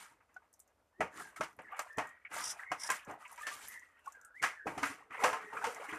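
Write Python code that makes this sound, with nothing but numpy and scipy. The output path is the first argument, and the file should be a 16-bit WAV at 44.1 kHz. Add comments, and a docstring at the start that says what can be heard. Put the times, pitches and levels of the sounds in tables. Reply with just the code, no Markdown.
"""In a yard, near a phone, a thin metal lid is rinsed in plastic basins.
Knocks on rims and pans are bursts of noise coloured by the lid's resonances, with basin thuds, treble cracks and
damped tones. Between them the lid drags through water and along plastic: resonant friction noise, slips and hiss.
Gliding hoarse squeaks, short rough skids, a scrubbing wet cloth and ticking drops lie over a far outdoor rush."""
import sys
import numpy as np
from scipy import signal
from scipy.fft import rfft, irfft, next_fast_len
from scipy.io import wavfile
from scipy.ndimage import uniform_filter1d, map_coordinates

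SR = 44100
rng = np.random.default_rng(int(sys.argv[2]) if len(sys.argv) > 2 else 0)


def wav_record(signal):
    """Record a signal, one row per channel, as 16-bit PCM in the file named by sys.argv[1]."""
    frames = np.transpose(np.atleast_2d(signal))
    bounded = np.clip(frames, -1, 1)
    # unit amplitude maps onto the largest positive 16-bit level
    quanta = np.round(bounded * 32767).astype(np.int16)
    wavfile.write(sys.argv[1], SR, quanta)


N = 263718  # samples

# Resonances of the thin lid: (centre_hz, width_hz, level_db)
LID_MODES = [(455, 130, -5.5), (625, 16.7, 1), (732, 46, -3), (910, 56, 0.5), (1096, 160, -3),
             (1270, 95, 2), (1437, 100, -1.5), (1624, 51, 3), (1904, 247, -1), (2210, 276, 0),
             (2540, 147, -1), (2823, 165, -4), (3124, 310, -9)]
# Overall colour of the lid's sound: (frequency_hz, density_db per Hz)
LID_COLOUR = [(60, -75.5), (200, -46), (400, -2), (700, -1), (2000, -4), (2800, -8.5), (4000, -22),
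              (9000, -39)]
# Colour of sloshing water and the basin wall: (frequency_hz, density_db per Hz)
SLOSH_COLOUR = [(24, -46), (40, -18.5), (161, -8.5), (220, -8.5), (284, -3.5), (330, 1), (430, -0.5),
                (730, -120)]
# Colour of the scraping hiss: (frequency_hz, density_db per Hz)
HISS_COLOUR = [(1760, -8.5), (3000, -2), (3700, -4), (4330, -5.5), (5920, -2.5), (6790, -1), (9290, -1),
               (14300, -13)]
GRIP_OCT = 0.82  # width of the brightest part of a drag, octaves


def amp(db):
    """Gain of a level in dB."""
    return 10 ** (np.asarray(db) / 20)


def unit(x):
    """x at rms 1."""
    return x / np.sqrt(np.mean(np.abs(x) ** 2) + 1e-20)


def along(points, hz):
    """Curve through (frequency, value) points, straight on a log frequency axis."""
    f, v = np.transpose(points)
    return np.interp(np.log(hz + 1), np.log(f + 1), v)


def wobble(rate):
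    """A smooth random curve with `rate` knots a second."""
    knots = rng.standard_normal(int(N * rate / SR) + 4)
    return map_coordinates(knots, [np.arange(N) * rate / SR])


def filtered(x, response):
    """x passed through a complex response of frequency."""
    size = next_fast_len(x.shape[-1] + 4096)
    spectrum = rfft(x, size) * response(np.fft.rfftfreq(size, 1 / SR))
    return irfft(spectrum, size)[..., :x.shape[-1]]


def modes(table, f):
    """Causal response of (centre, width, level) resonances, added with alternating sign."""
    total = 0
    for k, (centre, width, db) in enumerate(table):
        damping = 1j * f * width
        total = total + (-1) ** k * amp(db) * damping / (centre * centre - f * f + damping)
    return total


def hump(hz, centre_hz, octaves):
    """A bell-shaped gain around a centre on a log axis."""
    return np.exp(-.5 * (np.log2((hz + 1) / centre_hz) / octaves) ** 2)


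def grainy(depth_db, rate):
    """Noise at rms 1 whose level wanders at random, `rate` knots a second."""
    return unit(amp(depth_db * wobble(rate)) * rng.standard_normal(N))


def burst(gain):
    """Noise of rms 1 with the given gain at each frequency."""
    phase = np.exp(2j * np.pi * rng.random(len(gain)))
    return unit(irfft(gain * phase * rng.rayleigh(size=len(gain))))


def random_patches(shape, wide, long):
    """Random field over bands and frames, smoothed along both, at rms 1."""
    field = uniform_filter1d(rng.standard_normal(shape), size=wide, axis=0)
    return unit(uniform_filter1d(field, size=long, axis=1))


def patchy(x, depth_db, wide, long):
    """x with patches of random gain: single bands come and go."""
    z = signal.stft(x, nperseg=256)[2]
    z = z * amp(depth_db * random_patches(z.shape, wide, long))
    return unit(signal.istft(z, nperseg=256)[1][:N])


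def thin(x):
    """A small thin plate radiates hardly any bass: a steep low cut near 260 Hz."""
    return filtered(x, lambda f: (1j * f / (1j * f + 260)) ** 3)


def stroke_db(start, swell, hold, t60):
    """Level of one stroke under its peak: swell, hold, fade."""
    swell_db = 22  # distance under the peak at the start
    t = np.arange(N) / SR - start - swell
    rise = swell_db * (np.maximum(-t, 0) / max(swell, .001)) ** 2
    fade = 60 * np.maximum(t - hold, 0) / max(t60, .02)
    return -np.minimum(rise + fade, 200)


def yard():
    """Far outdoor rush of air and water: coloured noise with a slightly wandering level."""
    # Colour of the rush: (frequency_hz, density_db per Hz)
    yard_colour = [(24, -40), (40, -5), (80, -1.5), (151, -19), (188, -13), (529, -8.5), (629, -8.5),
                   (694, -11.5), (3880, -28), (14300, -33)]
    rush = unit(filtered(rng.standard_normal(N), lambda f: amp(along(yard_colour, f))))
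    return amp(-78.5 + 0.45 * wobble(14.0)) * rush


def dragging():
    """Gains of rub, hiss and slosh, and the brightest part, weighted by the power of each stroke."""
    # Floor between strokes: rub_db, bright_hz, hiss_db, slosh_db
    idle_levels = (-79.5, 892, -93.5, -88.5)
    # Drags: (start_s, swell_s, hold_s, t60_s, rub_db, bright_hz, hiss_db, slosh_db)
    drag_strokes = [(0, 0.00067, 0.029, 0.41, -55.5, 1380, -58, -82),
                    (.25, 0.11, 0.017, 0.76, -73, 1390, -92, -85),
                    (1.109, 0.061, 0.055, 0.45, -50, 1390, -57, -62.5),
                    (1.353, 0.031, 0.097, 0.41, -59, 1124, -69, -70),
                    (1.575, 0.019, 0.071, 0.43, -63, 1390, -82, -68),
                    (1.69, 0.038, 0.048, 0.33, -50, 1100, -78, -88),
                    (1.757, 0.013, 0.063, 0.42, -50.5, 1170, -61, -90),
                    (1.968, 0.017, 0.016, 0.31, -43.5, 1123, -67, -63),
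                    (2.016, 0.028, 0.019, 0.58, -53.5, 1660, -74, -76),
                    (2.295, 0.057, 0.063, 0.33, -44, 1324, -52, -64),
                    (2.415, 0.048, .05, 0.2, -49, 1450, -51.5, -92),
                    (2.522, 0.017, 0.053, 0.5, -52.5, 1200, -64, -92),
                    (2.67, 0.056, 0.042, 0.55, -55, 920, -72, -72),
                    (2.778, 0.08, 0.034, 0.22, -47.5, 1334, -55, -79),
                    (2.889, 0.016, 0.048, 0.38, -46.5, 1510, -53.5, -80),
                    (3.061, .03, 0.036, .2, -48, 804, -70, -68),
                    (3.172, 0.048, .16, 0.45, -60.5, 1300, -70.5, -90),
                    (3.343, 0.074, .01, 1.5, -51, 1760, -60.5, -94),
                    (3.47, 0.075, 0.049, 0.94, -61.5, 1280, -56.5, -71),
                    (3.58, .05, .11, 0.22, -60, 1910, -60.5, -85),
                    (4.03, 0.033, .05, 0.38, -64, 1070, -73.5, -96),
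                    (4.114, 0.035, 0.11, 0.13, -77, 1410, -93, -87),
                    (4.332, 0.027, .05, .2, -81, 1570, -77.5, -79),
                    (4.413, 0.013, 0.045, 0.25, -44.5, 1600, -57, -83),
                    (4.653, 0.022, 0.034, 0.67, -48.5, 910, -61, -83),
                    (4.815, 0.017, 0.029, 0.48, -44.5, 1430, -50, -68),
                    (4.969, 0.018, 0.015, 0.5, -61, 850, -80, -73),
                    (5.098, 0.055, 0.086, 0.89, -45, 1460, -67.5, -69),
                    (5.172, 0.061, 0.058, 0.43, -38.5, 990, -54, -59),
                    (5.386, 0.041, 0.044, 0.69, -54, 1600, -69, -69),
                    (5.505, 0.036, 0.072, 0.85, -48.5, 1230, -65, -63.5),
                    (5.598, 0.037, 0.033, 1.8, -44.5, 1022, -59.5, -69),
                    (5.873, 0.021, 0.017, .12, -47, 1800, -62, -72),
                    (5.917, .015, .05, .4, -48, 1380, -62.5, -66)]
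    hiss_steeper = 1.5  # the hiss swells and fades by more dB than the rub
    rub_db, hz, hiss_db, slosh_db = idle_levels
    rub, hiss, slosh = (np.full(N, amp(2 * db)) for db in (rub_db, hiss_db, slosh_db))  # powers
    bright = rub * hz
    for *shape, rub_db, hz, hiss_db, slosh_db in drag_strokes:
        db = stroke_db(*shape)
        power = amp(2 * (rub_db + db))
        rub, bright = rub + power, bright + power * hz
        hiss = hiss + amp(2 * (hiss_db + hiss_steeper * db))
        slosh = slosh + amp(2 * (slosh_db + db))
    return np.sqrt(rub), np.sqrt(hiss), np.sqrt(slosh), bright / rub


def slips(bright_hz, count):
    """Stick-slip: short damped tones, bending a little, scattered around the brightest part."""
    when, spread, size, bend = rng.random(count), *rng.standard_normal((3, count))
    start, t = (when * N).astype(int), np.arange(700) / SR
    hz = np.clip(bright_hz[start] * 2 ** (0.576 * spread * GRIP_OCT), 300, 3400)[:, None]
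    cycles = hz * t * (1 + 4 * bend[:, None] * t)
    decay = amp(4.3 * size[:, None] - 60 * hz * t / 22)  # 60 dB down after 22 nominal cycles
    grain = decay * (1 - np.exp(-t / 0.00087)) * np.sin(2 * np.pi * cycles)
    places = start[:, None] + np.arange(700)
    return unit(np.bincount(places.ravel(), grain.ravel(), N)[:N])


def drone(rub_gain):
    """Scraping keeps the loaded basin's lowest air and wall resonances humming."""
    loaded_s, hum_db = 4.6, -11.5  # the lid reaches the loaded basin; hum relative to the rub gain
    basin_modes = [(429, 80, 1), (491, 76, -2)]  # (centre_hz, width_hz, level_db)
    hum = unit(filtered(grainy(5.9, 22), lambda f: modes(basin_modes, f) ** 2))
    return amp(hum_db) * rub_gain * (np.arange(N) / SR > loaded_s) * hum


def rubbing(bright_hz):
    """Friction noise through the lid's modes, its brightest part moving with the grip, plus slips."""
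    rub = filtered(grainy(1.5, 160), lambda f: (0.55 + np.abs(modes(LID_MODES, f))) * amp(along(LID_COLOUR, f)))
    hz, t, z = signal.stft(rub, SR, nperseg=512)
    now = np.minimum((t * SR).astype(int), N - 1)
    z = z * (0.33 + hump(hz[:, None], bright_hz[now], GRIP_OCT))
    z = z * amp(3.5 * random_patches(z.shape, wide=2, long=9))  # narrow bands come and go
    z = z / uniform_filter1d(np.sqrt(np.mean(np.abs(z) ** 2, 0)), 15)  # even out the level
    steady = unit(signal.istft(z, SR, nperseg=512)[1][:N])
    return 0.7 * steady + 0.54 * slips(bright_hz, count=900)


def drag():
    """The lid drags: friction feeds its modes, water sloshes, plastic hisses and the loaded basin hums."""
    rub_gain, hiss_gain, slosh_gain, bright_hz = dragging()
    rub = rubbing(bright_hz)
    slosh = unit(filtered(grainy(2.5, 20), lambda f: amp(along(SLOSH_COLOUR, f))))
    hiss = filtered(grainy(1.6, 600), lambda f: amp(along(HISS_COLOUR, f)))
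    hiss = patchy(hiss, depth_db=2.2, wide=8, long=5)
    slip_db = 2.47 * wobble(30)  # uneven friction
    hiss_db = 0.42 * slip_db + 1.9 * wobble(25)  # the hiss partly follows it
    lid = thin(rub_gain * amp(slip_db) * rub)
    return lid + slosh_gain * slosh + hiss_gain * amp(hiss_db) * hiss + drone(rub_gain)


def knocks():
    """Each contact rattles the lid near its centre pitch, thuds in the basin and cracks in the treble."""
    # Knocks: (start_s, level_db, centre_hz, base_decay_s, thud_db, crack_db); the last two relative to the level
    knock_list = [(0.009, -50, 1410, 0.15, -26, -25), (0.112, -54.5, 940, 0.21, -15.5, -19),
                  (0.203, -54, 1290, 0.16, -30, -32), (0.29, -59, 945, 0.2, -22, -25),
                  (0.364, -44, 1330, 0.037, -40, -20.5), (0.42, -55, 923, 0.13, -32, -35),
                  (1.005, -15.5, 590, 0.14, -23, -25), (1.408, -19.5, 1130, 0.12, -22.5, -18.5),
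                  (1.434, -36, 1290, 0.09, -18, -4.5), (1.588, -30, 590, 0.093, -22, -29),
                  (1.723, -41, 1130, 0.32, -38, -45), (1.792, -20, 1040, 0.077, -62, -16),
                  (1.982, -16, 780, 0.13, -24.5, -22), (2.312, -41, 1060, 1, -23, -15),
                  (2.595, -41, 1550, 0.14, -52, -31), (2.636, -51, 1930, 0.19, -49, -41),
                  (2.716, -18, 950, 0.1, -28.5, -20), (2.889, -22, 1280, 0.099, -54, -22),
                  (2.901, -22.5, 1160, 0.073, -25, -7), (2.914, -24, 1900, 0.13, -39, -15),
                  (3.082, -39, 1080, 0.18, -9, -27), (3.109, -38, 1090, 0.091, -17, -22),
                  (3.377, -34, 2200, 0.049, -54, -17), (3.415, -54, 2000, 0.036, -52, -24),
                  (3.431, -46, 1770, 0.18, -52, -26), (3.467, -30, 1900, 0.2, -42, -6.5),
                  (4.074, -53, 980, 0.18, -59, -38), (4.149, -53, 1620, 0.06, -35, -20),
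                  (4.419, -36.5, 1300, 0.14, -24, -9), (4.425, -19, 1310, 0.11, -29.5, -14),
                  (4.437, -17, 1630, 0.17, -38, -14), (4.668, -22.5, 676, 0.18, -17.5, -24),
                  (4.777, -30, 750, 0.23, -15.5, -12), (4.83, -18.5, 1450, 0.19, -30, -17),
                  (4.898, -37.5, 1410, 0.19, -16.5, -9.5), (5.106, -37, 1900, 0.1, -19.5, -27.5),
                  (5.237, -10.5, 800, 0.19, -33.5, -16.5), (5.329, -23.5, 1040, 0.18, -34, -18),
                  (5.641, -23.5, 840, 0.22, -32, -13.5), (5.666, -24.5, 1120, 0.087, -23, -14.5),
                  (5.927, -29, 1430, 0.18, -19, -24)]
    # Colour of the crack: (frequency_hz, density_db per Hz)
    crack_colour = [(1800, 0), (3000, -1), (3800, -9), (6000, -5), (8000, -9), (10000, -12), (14300, -24.5)]
    attack_s, ring_oct, thud_tilt_db = 0.0025, 0.52, 2.5  # base attack; ring width; thud tilt per octave downward
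    metal, basin, t = np.zeros(N + SR), np.zeros(N + SR), np.arange(12000) / SR
    f = np.fft.rfftfreq(len(t), 1 / SR)
    lid = np.abs(modes(LID_MODES, f)) * amp(along(LID_COLOUR, f))
    edge = amp(along(crack_colour, f))
    wall = amp(along(SLOSH_COLOUR, f) + thud_tilt_db * np.log2(300 / (f + 30)))

    def dying(time, swell):
        """Soft onset, then 60 dB of decay in `time` seconds."""
        return amp(-60 * t / time) * (1 - np.exp(-t / max(swell * attack_s, 1e-4)))

    for s, db, hz, decay_s, thud_db, crack_db in knock_list:
        ring = burst(lid * (0.63 + hump(f, hz, ring_oct)))
        # fast modes over a slower rattle
        blow = amp(-6.5) * ring * (dying(0.28 * decay_s, 2.8) + 0.39 * dying(1.554 * decay_s, 1.6))
        blow += amp(crack_db) * burst(edge) * (1.29 * dying(0.019, 0.8) + 0.57 * dying(1.37 * decay_s, 1.2))
        metal[round(s * SR):][:len(t)] += amp(db) * blow
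        early = max(round((s - .007) * SR), 0)  # the soft wall yields first
        basin[early:][:len(t)] += amp(db + thud_db) * burst(wall) * dying(1.49 * decay_s, 0.67)
    return thin(metal[:N]) + basin[:N]


def notes():
    """Air trapped under the lid or one strong mode of a pan: a damped, slightly unsteady tone."""
    # Pitched clonks and gulps: (start_s, pitch_hz, level_db, t60_s)
    note_list = [(0.11, 940, -63, 0.079), (0.362, 753, -53, 0.049), (0.364, 1474, -43, 0.054),
                 (0.419, 913, -62.5, 0.059), (0.998, 384, -39, 0.022), (1.005, 632, -28.5, 0.06),
                 (1.006, 1950, -33.5, 0.04), (1.006, 1304, -34.5, 0.082), (1.361, 2210, -49, 0.045),
                 (1.372, 1306, -46, 0.093), (1.402, 450, -49, 0.02), (1.408, 1295, -27.5, 0.024),
                 (1.409, 622, -31.5, 0.05), (1.721, 1180, -42.5, 0.077), (1.731, 770, -46, 0.081),
                 (1.792, 1180, -27.5, 0.013), (1.977, 439, -35.5, 0.068), (1.985, 712, -33.5, 0.06),
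                 (2.25, 2220, -43.5, 0.042), (2.376, 1182, -40.5, 0.13), (2.593, 1300, -46, 0.03),
                 (2.594, 1900, -40, 0.028), (2.635, 1980, -39, 0.013), (2.716, 1043, -29, 0.034),
                 (2.718, 735, -30, 0.042), (2.9, 1614, -30, 0.055), (2.901, 1035, -29.5, 0.084),
                 (3.255, 988, -51, 0.078), (3.254, 2650, -55, 0.077), (3.377, 965, -46.5, 0.1),
                 (3.41, 1213, -42.5, 0.071), (3.431, 1763, -40.5, 0.056), (3.511, 1180, -45, 0.17),
                 (3.818, 1000, -62, 0.032), (4.059, 1438, -51, 0.055), (4.067, 853, -45.5, 0.051),
                 (4.074, 1106, -35, 0.047), (4.151, 2060, -64.5, 0.02), (4.436, 1684, -23, 0.044),
                 (4.438, 1240, -29.5, 0.034), (4.658, 450, -35, 0.03), (4.666, 781, -31, 0.046),
                 (4.777, 750, -36, 0.038), (4.823, 281, -37.5, 0.14), (4.829, 997, -33, 0.045),
                 (4.832, 1500, -34, 0.074), (4.894, 276, -47, 0.12), (5.005, 825, -56, 0.035),
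                 (5.233, 798, -24, 0.046), (5.242, 504, -28.5, 0.17), (5.249, 1140, -29, 0.046),
                 (5.323, 1043, -35.5, 0.18), (5.36, 443, -44, 0.072), (5.438, 422, -52, 0.094),
                 (5.468, 415, -49, 0.11), (5.528, 858, -44.5, 0.07), (5.528, 417, -48, 0.12),
                 (5.571, 1256, -40.5, 0.054), (5.572, 2406, -41.5, 0.047), (5.637, 899, -32, 0.12),
                 (5.666, 475, -37, 0.14), (5.885, 305, -48.5, 0.11), (5.917, 308, -46, 0.21),
                 (5.925, 1400, -40, 0.047)]
    glide, rise = 0.022, 0.042  # upward glide as a share of the pitch; onset as a share of the t60
    out, t = np.zeros(N + SR), np.arange(8192) / SR
    for s, hz, db, t60 in note_list:
        pitch = hz * (1 + glide * (np.tanh(t / (0.33 * t60)) - .3))
        shape = amp(-60 * t / max(t60, .01)) * (1 - np.exp(-t / max(rise * t60, 3e-4)))
        tone = np.sin(2 * np.pi * np.cumsum(pitch) / SR)
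        out[round(s * SR):][:len(t)] += amp(db) * shape / shape.max() * tone
    unsteady = out[:N] * amp(1.17 * wobble(90))
    return filtered(unsteady, lambda f: (1j * f / (1j * f + 120)) ** 3)  # low cut


def drops():
    """Drops tick on the ground: tiny bursts of spray noise around a pitch."""
    # Drops: (start_s, level_db before a common 7 dB cut, centre_hz)
    drop_list = [(0.343, -59.5, 6100), (0.529, -55.5, 8860), (0.5385, -51.5, 5870), (0.5934, -55, 10700),
                 (0.601, -45.5, 7950), (0.677, -62, 6040), (1.5294, -62, 5340), (1.5653, -62, 10470),
                 (1.62, -59, 9000), (1.72, -60, 13600), (1.793, -32, 6900), (1.82, -43, 8400),
                 (1.9297, -55.5, 5000), (1.973, -45, 6900), (2.092, -54, 7500), (2.0713, -49, 7260),
                 (2.5078, -34, 5470), (2.902, -26.5, 6950), (2.915, -28.5, 8100), (3.049, -51.5, 6550),
                 (3.139, -63, 11600), (3.112, -50, 6300), (3.28, -53, 8000), (3.3165, -47, 10200),
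                 (3.328, -45, 10000), (3.36, -49, 7500), (3.42, -45, 8000), (3.6756, -41.5, 6470),
                 (3.6837, -33, 11600), (3.7124, -50, 7300), (3.7194, -49, 12100), (3.7264, -50.5, 7280),
                 (3.7948, -52, 6760), (3.9933, -65, 9500), (4.0612, -53, 5690), (4.0786, -52, 7810),
                 (4.1225, -46.5, 6940), (4.2137, -53, 6540), (4.2488, -44.5, 8400), (5.7473, -41.5, 6550)]
    # Colour of the spray: (frequency_hz, density_db per Hz)
    spray_colour = [(3500, -56), (4800, -17), (6000, -8), (13000, -7.5)]
    out, t = np.zeros(N + SR), np.arange(2048) / SR
    decay = amp(-60 * t / 0.018) + 0.24 * amp(-60 * t / 0.14)  # a tick and its faint tail
    for s, db, hz in drop_list:
        colour = lambda f: amp(along(spray_colour, f)) * (0.3 + hump(f, hz, 0.22))
        spray = unit(filtered(rng.standard_normal(len(t)), colour))
        out[round(s * SR):][:len(t)] += amp(db - 7.0) * spray * decay
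    return out[:N]


def squeaks():
    """A gliding tone that comes in short uneven beads, inside a broader rasp that follows its pitch."""
    # Hoarse squeaks: (start_s, swell_s, hold_s, t60_s, level_db, first_hz, last_hz, rasp share of the power 0-1)
    squeak_list = [(0.926, .025, .055, .03, -74, 1680, 1920, 0.2),
                   (1.112, 0.021, 0.044, 0.11, -59, 1765, 1730, .5),
                   (1.201, 0.016, 0.039, 0.17, -56, 1614, 1610, 0.2),
                   (1.642, .015, .03, .05, -58.5, 2000, 1680, .4),
                   (1.668, .02, 0.034, 0.095, -61, 2040, 2000, .9),
                   (1.877, 0.036, .07, .05, -54.5, 1750, 1810, 0.17),
                   (2.02, 0.01, 0.013, 0.56, -54, 1840, 1904, .15),
                   (2.594, 0.013, 0.039, .06, -50, 1556, 1717, 0.6),
                   (2.637, 0.038, 0.034, 0.056, -51.5, 1900, 2090, 0.9),
                   (2.73, 0.017, 0.093, .08, -58, 2030, 2130, 0.55),
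                   (2.829, .04, .02, .05, -52, 1640, 1730, 0.2),
                   (2.962, 0.017, 0.12, .06, -66, 1780, 1673, 0),
                   (3.191, 0.023, 0.041, .04, -61, 1285, 1157, 0.25),
                   (3.423, 0.012, 0.058, .06, -49, 1730, 1780, 0.2),
                   (3.667, 0.058, 0.038, 0.37, -52, 1916, 1940, 0.64),
                   (3.859, .03, 0.095, .15, -76, 1900, 1860, 0.35),
                   (3.977, .04, 0.055, 0.44, -76.5, 2740, 2660, .6),
                   (4.14, .014, .005, 0.089, -54.5, 1650, 1590, 0),
                   (4.167, 0.023, 0.119, 0.2, -63, 1538, 1460, 0.75),
                   (4.336, 0.034, 0.0358, .05, -55, 1565, 2250, 0.1),
                   (4.378, 0.025, 0.13, 0.11, -54, 2150, 2030, 0.74),
                   (4.542, 0.047, 0.022, 0.052, -52.5, 1950, 1650, 0.36),
                   (4.603, 0.014, .045, .04, -54, 1640, 1700, .4),
                   (5.105, 0.07, 0.072, 0.093, -53, 2055, 1980, 0.4),
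                   (5.416, 0.032, 0.1, .05, -54.5, 1876, 1885, .3),
                   (5.743, 0.014, 0.022, 0.081, -58.5, 2050, 2050, .7)]
    out = np.zeros(N)
    flutter = amp(2.2 * wobble(35))
    beads = unit(wobble(100) + 1j * wobble(90) + 0.96) * flutter
    rasp = unit(wobble(400) + 1j * wobble(410)) * flutter  # faster wobble, broader band
    for s, swell, hold, t60, db, first_hz, last_hz, share in squeak_list:
        way = np.interp(np.arange(N) / SR, [s, s + swell + hold + t60 / 3], [0, 1])
        hz = first_hz + (last_hz - first_hz) * np.sin(np.pi / 2 * way)  # the glide levels off
        drive = np.sqrt(1 - share) * beads + np.sqrt(share) * rasp
        tone = np.real(drive * np.exp(2j * np.pi * np.cumsum(hz) / SR))
        out += amp(db + stroke_db(s, swell, hold, t60)) * tone
    return out * np.sqrt(2)  # the real part holds half the power


def skids():
    """The rim slides a finger's width on plastic: a rough burst that holds, then stops dead."""
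    # Skids: (start_s, level_db, centre_hz, hiss_db relative to the rough part)
    skid_list = [(1.36, -45.5, 1560, -7.5), (1.712, -61, 2900, -29), (1.745, -58, 2700, -26),
                 (2.249, -45.5, 2010, -56), (2.99, -51.5, 2800, -25), (3.02, -58, 3200, -25),
                 (3.093, -43, 900, -23), (3.249, -47.5, 2230, -26), (5.159, -50, 1970, -25),
                 (5.53, -42.5, 870, -21), (5.567, -36, 1300, -22), (5.755, -64, 1200, -18),
                 (5.8, -49.5, 2500, -16), (5.839, -47.5, 1400, -8.5), (5.889, -43.5, 1940, -29),
                 (5.912, -51, 3600, -18)]
    hold_s, width_oct = 0.028, 0.33
    out, t = np.zeros(N + SR), np.arange(4096) / SR
    f = np.fft.rfftfreq(len(t), 1 / SR)
    fall_db = 60 * t / 0.14 + 60 * np.maximum(t - hold_s, 0) / 0.051  # steeper after the hold
    shape = (1 - np.exp(-t / 0.0022)) * amp(-fall_db)
    for s, db, hz, hiss_db in skid_list:
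        rough = burst(np.abs(modes(LID_MODES, f)) * (0.13 + hump(f, hz, width_oct)) * hump(f, 1000, 3.2))
        hiss = burst(amp(along(HISS_COLOUR, f)))
        out[round(s * SR):][:len(t)] += amp(db) * shape * (rough + amp(hiss_db) * hiss)
    return thin(out[:N])


def scrub():
    """Wet fibres rasp over metal and hiss in a few high resonances."""
    # Cloth strokes: (start_s, swell_s, hold_s, t60_s, level_db, upper_fizz_db)
    scrub_strokes = [(2.39, 0.076, 0.052, 0.066, -42.5, -49.5), (2.782, 0.043, 0.054, .05, -48, -53)]
    # Resonances of the cloth on metal: (centre_hz, width_hz, level_db)
    cloth_modes = [(3600, 1200, -5.5), (4850, 360, 4), (5630, 870, 5)]
    # Resonances of the upper fizz: (centre_hz, width_hz, level_db)
    fizz_modes = [(7220, 1300, -1.5), (9600, 1500, 3.5)]
    rasp = grainy(3.3, 220)
    low, high = (unit(filtered(rasp, lambda f: np.abs(modes(band, f)) ** 1.6))
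                 for band in (cloth_modes, fizz_modes))
    out = np.zeros(N)
    for *shape, db, fizz_db in scrub_strokes:
        out += amp(stroke_db(*shape)) * (amp(db) * low + amp(fizz_db) * high)
    return out


def scene():
    """All sources reach both ports alike in the bass; in the treble each port hears its own scattered part."""
    # Unlike part of the two ports: (frequency_hz, level_db)
    apart_curve = [(2500, -81), (3600, -62), (5000, -25.5), (7000, -4.5), (13000, -2.5)]
    mid = yard() + drag() + knocks() + notes() + drops() + squeaks() + skids() + scrub()
    z = signal.stft(mid, nperseg=128)[2]
    scattered = signal.istft(z * np.exp(2j * np.pi * rng.random(z.shape)), nperseg=128)[1][:N]
    side = filtered(scattered, lambda f: amp(along(apart_curve, f)))
    return np.array([mid + side, mid - side])


def record(dry):
    """The phone drops the deepest bass, has a narrow dip in the low middle and keeps nothing above its band limit."""
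    bass = lambda f: 1 / (1 + (36 / (f + 1)) ** 4)
    dip = lambda f: 1 - 0.76 / (1 + ((f - 372) / 25) ** 2)
    top = lambda f: 1 / (1 + (f / 14300) ** 200)  # band limit in Hz
    return filtered(dry, lambda f: bass(f) * dip(f) * top(f))


dry = scene()
out = record(dry)
wav_record(out)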